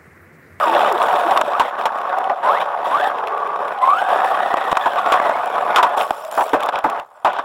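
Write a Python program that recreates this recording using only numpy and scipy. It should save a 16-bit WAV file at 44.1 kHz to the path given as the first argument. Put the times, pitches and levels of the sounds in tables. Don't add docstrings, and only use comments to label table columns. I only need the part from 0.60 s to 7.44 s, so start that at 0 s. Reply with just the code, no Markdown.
import sys
import numpy as np
from scipy import signal
from scipy.fft import rfft, irfft, next_fast_len
from scipy.io import wavfile
from scipy.ndimage import uniform_filter1d, minimum_filter1d

SR = 44100
rng = np.random.default_rng(int(sys.argv[2]) if len(sys.argv) > 2 else 0)


def unload_wav(signal):
    wavfile.write(
        sys.argv[1],
        SR,
        np.round(np.clip(np.atleast_2d(signal).T, -1, 1) * 32767).astype(np.int16),
    )


N = 301644
T = np.arange(N) / SR


def amp(db):
    return 10 ** (np.asarray(db) / 20)


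def unit(x):
    return x / np.sqrt(np.mean(x ** 2) + 1e-20)


def curves(rows):
    times, *columns = np.transpose(rows)
    return [np.interp(T, times, column) for column in columns]


def add(mix, start, sound):
    part = mix[max(round(start * SR), 0):][:len(sound)]
    part += sound[:len(part)]


def wander(hz):
    size = next_fast_len(N, True)
    f = np.fft.rfftfreq(size, 1 / SR)
    spectrum = rfft(rng.standard_normal(size)) / (1 + (f / hz) ** 4)
    return unit(irfft(spectrum, size)[:N])


def narrow(hz, width_hz):
    phase = 2 * np.pi * np.cumsum(hz * np.ones(N)) / SR
    return unit(wander(width_hz / 2) * np.cos(phase) + wander(width_hz / 2) * np.sin(phase))


def clicks(per_s, spread_db):
    size = amp(spread_db * np.minimum(rng.exponential(1, N), 4))
    happens = rng.random(N) < per_s / SR
    return unit(size * rng.choice([-1, 1], N) * happens)


def steady(x, size=1500):
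    power = uniform_filter1d(uniform_filter1d(x ** 2, size), size // 2)
    return x / np.sqrt(abs(power) + 1e-9)


def patchy(x, patchy_db):
    z = signal.stft(x, nperseg=512)[2]
    patches = uniform_filter1d(rng.standard_normal(z.shape), size=5, axis=0)
    patches = unit(uniform_filter1d(patches, size=4, axis=1))
    return unit(signal.istft(z * amp(patchy_db * patches), nperseg=512)[1][:N])


def swell(start, length, attack, release):
    return np.clip((T - start) / attack, 0, 1) * np.exp(-np.maximum(T - start - length, 0) / release)


def swells(rows, attack, release):
    return sum(amp(dbs)[:, None] * swell(start, length, attack, release) for start, length, *dbs in rows)


# (frequency [Hz], width [Hz], level above the broad shape [dB])
CASE_RESONANCES = [(338, 155, -5.5), (583.4, 38, 6.5), (708, 85, 6), (910, 9.7, 1), (1119, 16, 6),
                   (1402.5, 46, -22.5), (1432, 74, 12), (2550, 120, 5), (2920, 350, 1), (3440, 590, 1),
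                   (5450, 680, 6), (7300, 950, 6.5), (10400, 3400, 2)]


def case(shape, size=4096):
    f = np.fft.rfftfreq(size, 1 / SR)
    hz, db = np.transpose(shape)
    db = np.interp(np.log(f + 1), np.log(hz), db)
    db = db + sum(peak_db / (1 + (2 * (f - center) / width) ** 2) for center, width, peak_db in CASE_RESONANCES)
    log_gain = np.log(amp(np.r_[db, db[-2:0:-1]]))
    ring = np.fft.ifft(np.exp(np.conj(signal.hilbert(log_gain)))).real[:size // 2]
    return ring / np.linalg.norm(ring)


def through(x, ring):
    return signal.oaconvolve(x, ring)[:len(x)]


def strike(ring, length, evenness, punch=0.16, size=4096):
    t = np.arange(size) / SR
    sound = unit(through(rng.standard_normal(2 * size), ring)[size:])
    power = uniform_filter1d(abs(signal.hilbert(sound)) ** 2, size=30)
    loudness = np.sqrt(abs(power) + 1e-6)
    hold = (1 - np.exp(-t / .0003)) / np.sqrt(1 + (t / length) ** 6)
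    first_contact = (1 + punch * np.exp(-3 * t / length)) / (1 + punch / 3)
    return unit(sound / loudness ** np.clip(evenness, 0, 1)) * hold * first_contact


# (time [s], level [dB])
GROUND_SHAKING = [(0, -19), (.78, -21), (.84, -21.5), (1.16, -25), (1.46, -22.5), (1.58, -20), (1.8, -27.5),
                  (1.88, -17.5), (2.1, -22), (2.55, -22), (3.1, -24.5), (3.19, -26.5), (3.3, -28),
                  (3.6, -19.5), (4.3, -25), (4.7, -19.5), (4.86, -26), (5.14, -19), (5.35, -23),
                  (5.68, -36), (6.4, -31.5), (6.47, -46.5), (6.63, -43.5), (6.83, -33)]
# (start [s], length [s], gear whine [dB], gear rasp [dB], wheel-spin hiss [dB])
THROTTLE_BURSTS = [(-.03, 0.89, -25.5, -30, -43.5), (0.862, 0.23, -31.5, -37, -55.5),
                   (1.828, 0.14, -22, -34.5, -54), (2.239, 0.25, -23.5, -34, -50),
                   (3.21, 0.18, -22, -34, -51), (3.384, 1.32, -29, -37, -53.5),
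                   (4.718, 0.63, -38, -42, -58.5)]
# (start [s], length [s], shaking [dB], rasp [dB], grass swish [dB])
BOUNCES = [(.13, 0.16, -16, -27.5, -50), (.39, 0.2, -18.5, -34, -52), (1.18, 0.037, -21.5, -34, -52),
           (1.34, 0.042, -35, -43, -57), (1.832, 0.033, -23, -49, -53), (1.995, .025, -21, -29.5, -49),
           (3.235, 0.056, -21.5, -42, -53), (3.0, .14, -24.5, -52, -60), (3.48, 0.076, -18, -37, -49),
           (3.64, .06, -36, -38, -46), (4.35, .05, -20.5, -33, -53), (4.455, 0.086, -17.5, -34, -50),
           (4.93, 0.056, -20.5, -50, -58), (5.364, 0.059, -15, -28.5, -38), (5.44, 0.25, -36, -46, -49.5),
           (5.715, .13, -26, -39, -40), (5.85, 0.082, -30, -40, -50.5), (5.99, 0.085, -20, -36, -61),
           (6.12, 0.069, -20, -35, -71), (6.26, 0.13, -22.5, -43.5, -66), (6.67, .13, -24.5, -35.5, -69)]
THROTTLE_ATTACK_S, THROTTLE_RELEASE_S = 0.0097, 0.012
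BOUNCE_ATTACK_S, BOUNCE_RELEASE_S = 0.0074, 0.019
THROTTLE_SHAKE_DB, THROTTLE_DB_PER_OCTAVE = 2.5, 4
RASP_RE_SHAKE_DB, SWISH_RE_SHAKE_DB, COAST_WHINE_RE_SHAKE_DB, STILL_HISS_DB = -22, -44.5, -20.5, -67


def effort():
    ground = amp(curves(GROUND_SHAKING)[0])
    throttle = sum(swell(start, length, THROTTLE_ATTACK_S, THROTTLE_RELEASE_S)
                   for start, length, *_ in THROTTLE_BURSTS)
    drive_whine, drive_rasp, wheel_spin = swells(THROTTLE_BURSTS, THROTTLE_ATTACK_S, THROTTLE_RELEASE_S)
    bounce_shake, bounce_rasp, grass = swells(BOUNCES, BOUNCE_ATTACK_S, BOUNCE_RELEASE_S)
    speed = amp(THROTTLE_DB_PER_OCTAVE * np.log2(curves(MESH_SPEED)[0] / GEARBOX_HZ))
    shake = np.hypot(ground * amp(THROTTLE_SHAKE_DB * throttle), bounce_shake)
    rasp = np.linalg.norm([ground * amp(RASP_RE_SHAKE_DB), drive_rasp * speed, bounce_rasp], axis=0)
    swish = np.linalg.norm([ground * amp(SWISH_RE_SHAKE_DB), wheel_spin * speed, grass], axis=0)
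    swish = np.hypot(swish, amp(STILL_HISS_DB))
    whine = np.hypot(ground * amp(COAST_WHINE_RE_SHAKE_DB), drive_whine)
    return throttle, shake, rasp, swish, whine


# (frequency [Hz], relative level per Hz [dB])
SHAKE_TONE = [(25, -86), (80, -52), (160, -23), (250, -15.5), (400, -6), (620, -1.5), (850, 3.5), (1200, 1),
              (1500, -7), (1850, -13.5), (2200, -19), (4000, -38.5), (8000, -55)]
# (frequency [Hz], relative level per Hz [dB])
RASP_TONE = [(300, -44.5), (1200, 18), (1800, -8.5), (2100, 7.5), (2700, 4), (3600, 3.5), (4400, -15.5),
             (6000, -23.5), (16000, -53)]
# (frequency [Hz], relative level per Hz [dB])
SWISH_TONE = [(1000, -18), (3500, -1), (4800, 1.5), (6300, -3), (8000, 0.5), (11500, 2), (14000, -2.5),
              (16000, 0.5)]


def running(shake_gain, rasp_gain, swish_gain):
    unbalance_hz = 71 * (1 + .03 * wander(4))
    unbalance_db = 1.9 * np.cos(2 * np.pi * np.cumsum(unbalance_hz) / SR)
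    jolt = amp(1.64 * wander(44) + unbalance_db)
    parts = clicks(per_s=2400, spread_db=1.0)
    grit = clicks(per_s=450, spread_db=2.7)
    blades = clicks(per_s=6000, spread_db=5.5)
    shake = through(parts * jolt, case(SHAKE_TONE))
    rasp = through((parts + grit) * jolt, case(RASP_TONE))
    swish = through((0.12 * parts + blades) * jolt, case(SWISH_TONE))
    shake = patchy(steady(shake), patchy_db=2) * shake_gain
    rasp = patchy(steady(rasp), patchy_db=2.5) * rasp_gain
    swish = patchy(steady(swish), patchy_db=4.5) * swish_gain
    return shake + rasp + swish


GEARBOX_HZ, GEARBOX_WIDTH_HZ, GEARBOX_DB, GEARBOX_DB_PER_OCTAVE = 1146, 200, 12, -9.5


def gearbox_db(hz):
    ring_db = GEARBOX_DB / (1 + (2 * (hz - GEARBOX_HZ) / GEARBOX_WIDTH_HZ) ** 2)
    return ring_db + GEARBOX_DB_PER_OCTAVE * np.log2(np.maximum(hz / GEARBOX_HZ, 1))


# (time [s], gear mesh frequency [Hz])
MESH_SPEED = [(0, 1403), (.06, 976), (.25, 653), (.35, 342.4), (.39, 625), (.5, 747), (.84, 627),
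              (.93, 1058), (1.05, 1950), (1.3, 1211), (1.83, 937), (1.89, 1050), (1.925, 1300),
              (1.975, 2100), (2.24, 963), (2.31, 970), (2.37, 1240), (2.43, 1820), (2.7, 1200),
              (3.24, 1031), (3.33, 1165), (3.39, 1500), (3.8, 1880), (4.2, 1817), (4.5, 1229), (4.61, 2100),
              (4.69, 1947), (4.84, 2460), (5.15, 2150), (5.5, 1313), (6.8, 718)]
# (multiple [times mesh frequency], clean tone [dB], smeared rasp [dB])
MESH_OVERTONES = [(1, 0, -8), (2, -11, -11)]


def gears(gain):
    mesh_hz = curves(MESH_SPEED)[0]
    slap = (mesh_hz / 1200) ** 2
    flutter = .016 * wander(45) + .017 * slap * wander(260)
    turns = np.cumsum(mesh_hz * (1 + flutter)) / SR
    teeth = 13
    wobble = 1 + 0.26 * np.cos(2 * np.pi * turns / teeth)
    tone = np.zeros(N)
    for k, clean_db, rasp_db in MESH_OVERTONES:
        clean = amp(clean_db) * unit(np.sin(2 * np.pi * k * turns))
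        smeared = amp(rasp_db) * slap * narrow(k * mesh_hz, width_hz=k * 280)
        tone += (clean + smeared) * amp(gearbox_db(k * mesh_hz))
    tone = signal.sosfilt(signal.butter(6, 3700, fs=SR, output="sos"), tone)
    grip_db = 2.8 * wander(56) + 1.5 * wander(22)
    return tone * unit(wobble * amp(grip_db)) * gain


# (time [s], level [dB], length [s], ring [Hz], thump relative to level [dB], crack relative to level [dB])
KNOCKS = [(0.535, -17, .004, 810, -49, -35), (.686, -15.5, 0.015, 810, -40, -30),
          (0.709, -11, .016, 850, -51, -20), (.76, -12, 0.0097, 970, -42, -38),
          (.774, -7.5, 0.0057, 1150, -46, -9), (0.813, 1.5, 0.0056, 983, -41, -13.5),
          (.997, -6.5, 0.02, 985.3, -30.5, -15.5), (1.255, -12.5, 0.015, 982, -41, -13),
          (1.696, -13, 0.013, 750, -50, -49), (1.714, -20, 0.015, 735, -52, -38),
          (3.417, -13, 0.0081, 795, -45, -28), (3.941, -2, 0.004, 1046, -55, -24),
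          (3.969, -14, .015, 862, -50, -19.5), (4.115, -16.5, 0.013, 1087, -17, -13),
          (4.128, 0, 0.0021, 996, -25, -24), (4.17, -2.5, .0059, 1060, -50, -14),
          (4.258, -11.5, 0.019, 920, -29, -23), (4.393, -12.5, 0.0027, 880, -51, -22),
          (4.461, -15, 0.01, 903, -42, -34), (4.521, -10.5, 0.032, 1123, -28, -14.5),
          (4.599, -4.5, .004, 1045, -52, -25.5), (4.649, -15, 0.021, 960, -47, -32),
          (4.694, -13, 0.008, 714, -51, -22), (5.16, -8.5, 0.021, 1270, -45, -8),
          (5.184, 2.5, .019, 1050, -49, -19.5), (5.228, -4, 0.021, 960, -47, -15),
          (5.507, -5, 0.0036, 825, -17, -19), (5.775, -12, 0.027, 830, -45, -36),
          (5.808, -12.5, 0.017, 820, -38, -23), (5.933, -6.5, 0.015, 345, -20.5, -26),
          (5.944, -16, 0.033, 595, -24, -25), (6.088, -13, 0.0083, 840, -37, -15.5),
          (6.241, -17.5, 0.028, 282, -21, -23), (6.243, -12.5, 0.018, 883, -36, -40),
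          (6.647, -11, 0.035, 840, -29.5, -22), (6.787, -17, 0.012, 1153, -49, -20.5)]
# (frequency [Hz], relative level per Hz [dB])
BLOW_TONE = [(25, -62), (120, -54.5), (250, -8.5), (450, -7), (700, -4), (980, -2), (1300, -4),
             (1600, -8.5), (2100, -19), (4000, -37.5), (8000, -63)]
# (frequency [Hz], relative level per Hz [dB])
THUMP_TONE = [(15, -3), (40, -6), (120, -6.5), (200, 0.5), (400, -2), (1500, -34)]
# (frequency [Hz], relative level per Hz [dB])
CRACK_TONE = [(600, -30), (2000, 3.5), (3500, 5), (4500, -10.5), (7000, -16), (12000, -19.5), (16000, -26)]


def knocks():
    high, low = np.zeros(N), np.zeros(N)
    blow, thump, crack = case(BLOW_TONE), case(THUMP_TONE), case(CRACK_TONE)
    t = np.arange(len(blow)) / SR
    for start, db, length, hz, thump_db, crack_db in KNOCKS:
        mode = np.exp(-t / 0.0021) * np.cos(2 * np.pi * hz * t)
        ring = unit(through(blow, mode)) + .5 * unit(blow)
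        add(high, start, amp(db) * strike(ring, length, evenness=0.68))
        add(high, start, amp(db + crack_db) * strike(crack, length, evenness=0.53, punch=5.0))
        push = 0.68 * np.sqrt(length * SR) * thump
        shudder = 0.74 * strike(thump, length, evenness=0.46)
        add(low, start, amp(db + thump_db) * push)
        add(low, start, amp(db + thump_db) * shudder)
    return signal.sosfilt(signal.butter(2, 230, "highpass", fs=SR, output="sos"), high) + low


# (time [s], clack [dB], snap [dB])
SHARP_TICKS = [(0.149, -19, -42), (0.324, -41, -29), (.427, -42, -32), (1.386, -26.5, -47),
               (1.585, -27, -37), (2.672, -22, -41.5), (3.081, -28.5, -44), (4.154, -15, -49),
               (4.858, -44, -37), (5.411, -13, -44), (5.422, -24, -41), (5.649, -36, -35),
               (5.713, -31, -31), (5.893, -28, -37), (6.005, -28, -39), (6.033, -23, -33.5),
               (6.06, -33, -34), (6.132, -32, -53), (6.157, -16.5, -45), (6.188, -26, -36),
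               (6.299, -26, -35), (6.397, -24, -44), (6.731, -29, -43)]
STRAY_COUNT, STRAY_CLACK_DB, STRAY_SNAP_DB, STRAY_SPREAD_DB = 40, -6.5, -25.5, 1.5


def ticks(shake):
    out, clack, snap = np.zeros(N), case(RASP_TONE), case(SWISH_TONE)
    length = .0025
    at = rng.integers(0, N, size=STRAY_COUNT)
    force_db = 20 * np.log10(shake[at]) + STRAY_SPREAD_DB * rng.standard_normal(len(at))
    strays = [(start, db + STRAY_CLACK_DB, db + STRAY_SNAP_DB) for start, db in zip(T[at], force_db)]
    for start, clack_db, snap_db in [*SHARP_TICKS, *strays]:
        hard = amp(clack_db) * strike(clack, length, evenness=1.0)
        sharp = amp(snap_db) * strike(snap, length, evenness=.3)
        add(out, start, hard + sharp)
    return out


# (start [s], length [s], frequency [Hz], level [dB])
HUMS = [(1.512, .23, 747, -23), (2.402, 0.053, 775, -19), (2.527, 0.52, 437, -36), (2.715, 0.21, 1146, -25),
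        (3.15, 1.05, 765, -24.5), (4.245, 1.03, 724.4, -28), (5.61, .28, 633, -33)]
DRONE_ATTACK_S, DRONE_RELEASE_S = 0.017, .04


def drone():
    hums = np.zeros(N)
    for start, length, hz, db in HUMS:
        hum = steady(narrow(hz, width_hz=105))
        hums += hum * amp(db) * swell(start, length, DRONE_ATTACK_S, DRONE_RELEASE_S)
    return hums * amp(2 * wander(22))


# (start [s], length [s], first frequency [Hz], last frequency [Hz], level [dB])
GROAN_GLIDES = [(0.048, 0.16, 318, 364, -32.5), (0.541, 0.022, 396, 328, -28.5),
                (.645, 0.054, 325, 360, -30.5), (0.831, 0.024, 232, 273, -37)]


def groans():
    out = np.zeros(N)
    for start, length, from_hz, to_hz, db in GROAN_GLIDES:
        hz = np.linspace(from_hz, to_hz, int(length * SR))
        tone = np.sin(2 * np.pi * np.cumsum(hz) / SR)
        add(out, start, amp(db) * unit(tone * signal.windows.tukey(len(hz), .6)))
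    return out * amp(4.0 * wander(74))


CONTROLLER_HZ, WHISTLE_DB, ROTOR_DB, ROTOR_RE_SHAKE_DB = 7988, -67, -73.5, -46
WHISTLE_KICK_DB, WHISTLE_KICK_S = -64, .04


def controller(throttle, shake):
    whistle = unit(np.sin(2 * np.pi * CONTROLLER_HZ * T) * (1 + .5 * wander(40)))
    kicks = sum(swell(start, 0, THROTTLE_ATTACK_S, WHISTLE_KICK_S) for start, *_ in THROTTLE_BURSTS)
    whistle_gain = throttle * amp(WHISTLE_DB) + kicks * amp(WHISTLE_KICK_DB)
    rotor_gain = throttle * amp(ROTOR_DB) + shake * amp(ROTOR_RE_SHAKE_DB)
    return whistle * whistle_gain + narrow(10950, width_hz=800) * rotor_gain


# (frequency [Hz], relative level per Hz [dB])
RUMBLE_TONE = [(15, -18), (40, -20), (80, 0), (130, 10), (250, -15), (1000, -49)]
RUMBLE_DB = -65.5


def rumble(shake):
    noise = through(rng.standard_normal(N), case(RUMBLE_TONE))
    return unit(noise * np.sqrt(shake)) * amp(RUMBLE_DB)


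def scene():
    throttle, shake, rasp, swish, whine = effort()
    rattle = running(shake, rasp, swish)
    drivetrain = gears(whine) + controller(throttle, shake)
    impacts = knocks() + ticks(shake)
    mix = rattle + drivetrain + impacts + drone() + groans() + rumble(shake)
    return mix[None]


EDGE_HZ = 16150


def record(dry):
    ceiling_db, recover_db_per_s = -3.2, 170
    over_db = np.maximum(20 * np.log10(abs(dry[0]) + 1e-9) - ceiling_db, 0)
    fall = T * recover_db_per_s
    held_db = np.maximum.accumulate(over_db + fall) - fall
    gain = uniform_filter1d(minimum_filter1d(amp(-held_db), size=41), size=41)
    low_pass = signal.firwin(511, EDGE_HZ, window=("kaiser", 9), fs=SR)
    return signal.oaconvolve(dry * gain, low_pass[None], "same")


dry = scene()
out = record(dry)
unload_wav(out)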